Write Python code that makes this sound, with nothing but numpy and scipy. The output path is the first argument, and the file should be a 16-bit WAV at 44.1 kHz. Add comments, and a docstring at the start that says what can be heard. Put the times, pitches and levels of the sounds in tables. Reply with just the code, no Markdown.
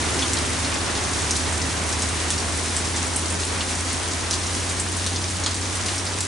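"""Heavy night rain on a wooden deck, heard from under the porch roof.
Fat drips from the eaves splat close by, each a short burst and a spatter of droplets.
Behind them, near drops patter, the boards drum under the blows, and countless far drops merge into a hiss.
Underneath, a distant engine's exhaust drones and slowly gathers speed."""
import sys
import numpy as np
from scipy import signal
from scipy.fft import rfft, irfft, next_fast_len
from scipy.io import wavfile
from scipy.ndimage import uniform_filter1d

SR = 44100
rng = np.random.default_rng(int(sys.argv[2]) if len(sys.argv) > 2 else 0)


def wrap_up_sound(samples):
    """Save the sound to the file named by the first command line argument, as 16-bit audio."""
    columns = np.atleast_2d(samples).T
    # keep every value between -1 and 1, then stretch to whole-number steps
    tamed = np.clip(columns, -1, 1)
    steps = np.round(tamed * 32767).astype(np.int16)
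    wavfile.write(sys.argv[1], SR, steps)


N = 276507
TIME = np.arange(N) / SR

# the bright tone of the spray and the patter: pitch_hz, level_db
SPRAY_TONE = [(500, -33), (1500, -12), (2500, -3.5), (3500, -1), (4800, -0.5), (6200, 1.5), (7600, -1),
              (9000, 1), (10000, -2.5), (11000, -9.5)]


def undb(db):
    """Turn decibels into a gain."""
    return 10 ** (np.asarray(db) / 20)


def unit(x):
    """Scale x to an average (rms) level of 1."""
    return x / np.sqrt(np.mean(x ** 2))


def shape(x, response):
    """Filter x by a gain that depends on frequency."""
    size = next_fast_len(x.shape[-1])
    hz = np.maximum(np.arange(size // 2 + 1) * SR / size, 1)
    return irfft(rfft(x, size) * response(hz), size)[..., :x.shape[-1]]


def colour(x, points):
    """Filter x by a curve through rows of pitch_hz, level_db."""
    f, db = np.transpose(points)
    return shape(x, lambda hz: undb(np.interp(np.log(hz), np.log(f), db)))


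def band(x, hz, octaves):
    """Keep a bell-shaped band of pitches around hz."""
    return shape(x, lambda f: np.exp(-.5 * (np.log2(f / hz) / octaves) ** 2))


def wander(per_s):
    """A smooth random curve that heads for a new value per_s times a second."""
    hold = int(SR / per_s)
    steps = np.repeat(rng.standard_normal(N // hold + 1), hold)
    return 1.3 * uniform_filter1d(uniform_filter1d(steps, hold), hold)[:N]


def surround(pair):
    """Sound from all around: both ears share one signal; a second is added left and subtracted right."""
    # strength of the second signal, which gives width: pitch_hz, level_db
    stereo_width = [(30, -4), (80, 1), (160, -9), (320, -8.5), (600, -3), (1300, -5), (2800, -6),
                    (5600, -10), (10000, -10)]
    return pair[0] + colour(pair[1], stereo_width) * np.array([[1], [-1]])


def impacts(per_s, spread_db):
    """Randomly timed blows, many small and a few big."""
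    size = undb(spread_db * np.minimum(rng.standard_exponential(N), 4))
    return (rng.random(N) < per_s / SR) * size * np.sign(rng.standard_normal(N))


def engine(start_hz=9.34, rise_hz_per_s=.369, waver_db=1.0, smear_turns=.19):
    """A far eight-cylinder exhaust: only its bass carries, and its lumpy beat smooths as it speeds up."""
    # exhaust tones (the eighth is the firing rate): multiple_of_cycle, slowest_db, fastest_db
    exhaust_tones = [(5, -47, -38.5), (7, -40.5, -39), (8, -28.5, -27), (9, -28.5, -52), (10, -37, -62),
                     (11, -32, -62), (16, -52, -43)]
    # rise and fall of the whole drone: time_s, level_db
    drone_levels = [(0, -3), (1.5, 0), (3.3, -.8), (3.9, -2.8), (4.6, .3), (6.27, -2.8)]
    level_db = np.interp(TIME, *np.transpose(drone_levels))
    cycle_hz = start_hz + rise_hz_per_s * TIME
    cycles = np.cumsum(cycle_hz) / SR
    speed = (cycle_hz - cycle_hz.min()) / np.ptp(cycle_hz)
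    out = 0
    for multiple, slow_db, fast_db in exhaust_tones:
        db = level_db + slow_db + speed * (fast_db - slow_db) + waver_db * wander(5.93)
        # the long path delays each tone differently, which smears the throb into a drone
        lag = smear_turns * (multiple - 8) ** 2
        out = out + undb(db) * np.sin(2 * np.pi * (multiple * cycles + lag))
    return out * undb([[-.2], [.2]])


def far_rain(tone, swell_db, flicker_db):
    """Drops too many to tell apart, in sheets that swell and flicker."""
    noise = rng.standard_normal((2, N)) * undb(swell_db * wander(3.85) + flicker_db * wander(40))
    return unit(colour(surround(noise), tone))


def wash_swell(peak_s=3.07, spread_s=0.33, level_db=-39.5):
    """The middle pitches of the far rain swell for a moment."""
    sheet = unit(band(surround(rng.standard_normal((2, N))), hz=850, octaves=0.32))
    return undb(level_db) * np.exp(-.5 * ((TIME - peak_s) / spread_s) ** 2) * sheet


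def drumming(per_s=1500, spread_db=2.5):
    """The blows of the rain make the boards ring."""
    # the notes of the boards: pitch_hz, width_hz, level_db
    board_notes = [(157, 30, -7), (216, 32, -3), (264.4, 21, 1.5), (313.4, 31, -2), (374, 105, -3.5)]

    def ringing(hz):
        return np.sqrt(sum(undb(2 * db) / (1 + ((hz / pitch - pitch / hz) * pitch / width) ** 2)
                           for pitch, width, db in board_notes))

    blows = surround([impacts(per_s, spread_db), impacts(per_s, spread_db)])
    return unit(colour(shape(blows, ringing), [(50, -9), (140, 0.5), (420, -1), (1000, -20)]))


def patter(per_s, spread_db, tick_s=0.00048, spatter_s=0.013, spatter_db=-13, bands=8):
    """Near drops all over the deck: each a tick of its own pitch, trailed by a soft spatter."""
    out = np.zeros((2, N))
    t = TIME[:SR // 10]
    for hz in np.geomspace(1800, 10000, bands):
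        energy = impacts(per_s / bands, spread_db) ** 2
        tick, spatter = (np.sqrt(np.abs(signal.oaconvolve(energy, np.exp(-2 * t / fade_s))[:N]))
                         for fade_s in (tick_s, spatter_s))
        noise = rng.standard_normal((3, N))
        pan = 0.29 * wander(60)
        direct = tick * noise[0] * np.array([1 + pan, 1 - pan])
        out += band(direct + undb(spatter_db) * spatter * noise[1:], hz, octaves=0.6)
    return unit(colour(out, SPRAY_TONE))


def porch(x, tail_db, fade_s):
    """The roof adds a short wash of echoes that falls 60 dB in fade_s."""
    t = TIME[:SR // 3]
    build_up = 1 - np.exp(-t / 0.0048)
    tail = surround(rng.standard_normal((2, len(t)))) * undb(-60 * t / fade_s) * build_up
    response = undb(tail_db) * unit(tail) / np.sqrt(len(t))
    response[:, 0] += 1  # the direct sound
    return signal.fftconvolve(x, response, axes=1)[:, :N]


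def splat(hz, octaves, spatter_db, burst_s=.0003, spatter_s=0.0057):
    """One drip, landing at sample 64: a burst on the wet wood, then a spatter of droplets."""
    t = (np.arange(2048) - 64) / SR
    age = np.maximum(t, 0)
    # bigger drops sound lower and take longer to flatten
    slower = min((8000 / hz) ** 2, 16)
    burst = np.sign(rng.standard_normal(len(t))) * np.exp(-age / (burst_s * slower))
    droplets = rng.standard_normal(len(t)) ** 3 * np.exp(-age / spatter_s)
    burst, droplets = (unit(band(x * (t >= 0), hz, octaves)) for x in (burst, droplets))
    return unit(burst + undb(spatter_db) * droplets) / np.sqrt(len(t))


def small_drips(per_s=4.5, level_db=-7, pitch_hz=6300, width_octaves=.36):
    """List the smaller drips, each at a random moment in its own slot of time."""
    rows = []
    for slot in range(int(per_s * N / SR)):
        start_s = (slot + rng.random()) / per_s
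        size, pitch = np.clip(rng.standard_normal(2), -2, 2)
        rows.append((start_s, level_db + 1.2 * size, pitch_hz * 2 ** (.35 * pitch), width_octaves))
    return rows


def drips(boost_db=3.0, widen=1.17):
    """Drips from the eaves land one by one in front of the porch."""
    # the fattest drips, plus at 5.464 s the low knock of a loose board struck by a heavy drop, before boost_db
    # and widen: start_s, level_db, pitch_hz, width_octaves
    fat_drips = [(.192, -4.5, 4600, .6), (.2223, -3.5, 3330, .23), (.334, 2, 8500, 0.76),
                 (1.3093, 2, 8600, .45), (1.357, -7, 4300, .28), (1.366, -2, 8400, .5),
                 (2.021, -3, 6600, .5), (2.3046, 1, 7600, 0.71), (2.766, 1.5, 8100, 0.55),
                 (3.1622, 1, 9050, 0.32), (3.6078, -6.5, 3500, .32), (4.3101, 1, 6300, 0.88),
                 (4.334, -5, 4970, .53), (4.7994, -1.5, 9000, 0.32), (5.064, 0, 5700, .95),
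                 (5.16, -5.5, 5000, .34), (5.4375, -5, 5500, .35), (5.4622, 1, 3900, .8),
                 (5.464, -6, 1110, .21), (5.863, -2, 6200, 0.98), (5.8848, -4.5, 4400, .9),
                 (6.2064, 0, 7600, .52)]
    # echoes off the nearest boards and posts: delay_s, level_db
    near_echoes = [(.0037, -5.5), (.0066, -6)]
    # the film of water on the wood dulls the very top of each splat: pitch_hz, level_db
    water_film = [(9000, 0.5), (10000, -1), (11000, -8.5)]
    out = np.zeros(N + 4096)
    for start_s, db, hz, octaves in fat_drips + small_drips():
        spatter_db = -4 - .8 * db  # weak drips are mostly spatter
        drop = undb(db + boost_db) * splat(hz, widen * octaves, spatter_db)
        start = max(int(start_s * SR) - 64, 0)
        out[start:start + len(drop)] += drop
        # each lands on another spot, so its echoes come a little sooner or later
        for delay_s, echo_db in near_echoes:
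            late = start + int(delay_s * SR * rng.uniform(0.94, 1.1))
            out[late:late + len(drop)] += undb(echo_db) * drop
    return porch(colour(out[None, :N], water_film), tail_db=-3.5, fade_s=0.17)


def scene(right_db=.5, left_db=0.36):
    """Mix the engine, rain and drips; the rain's lows lean right and its highs lean left."""
    # the dull tone of the far wash of rain: pitch_hz, level_db
    wash_tone = [(20, -7), (45, -8), (90, 3), (150, -1.5), (300, -4.5), (500, -1), (1000, 0), (1400, -2),
                 (2000, -2.5), (3000, -8.5), (6000, -16), (11000, -31)]
    # heavier sheets of rain pass over the deck: peak_s, spread_s, rise_db
    rain_surges = [(.15, 0.24, 1.55), (3.032, .2, 0.7)]
    surge_db = sum(db * np.exp(-.5 * ((TIME - peak_s) / spread_s) ** 2)
                   for peak_s, spread_s, db in rain_surges)
    # the downpour slowly eases: each layer loses a fraction of a decibel a second
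    wash_db = -28 - 0.5637 * TIME + .4 * surge_db
    boards_db = -33.0 - .6 * TIME + surge_db
    spray_db = -29.9 - .2 * TIME + surge_db
    wash = undb(wash_db) * far_rain(wash_tone, swell_db=0.42, flicker_db=0.75)
    boards = undb(boards_db) * drumming()
    spray = undb(spray_db) * far_rain(SPRAY_TONE, swell_db=1.0, flicker_db=1.0)
    near_drops = undb(spray_db - 3.5) * patter(per_s=900, spread_db=4.0)
    lows = (wash + boards + wash_swell()) * undb([[-right_db], [right_db]])
    highs = (spray + near_drops) * undb([[left_db], [-left_db]])
    return engine() + lows + highs + drips()


def record(dry, top_hz=11130):
    """Steeply cut the treble above top_hz."""
    return signal.sosfilt(signal.ellip(12, .2, 80, top_hz, fs=SR, output="sos"), dry)


dry = scene()
out = record(dry)
wrap_up_sound(out)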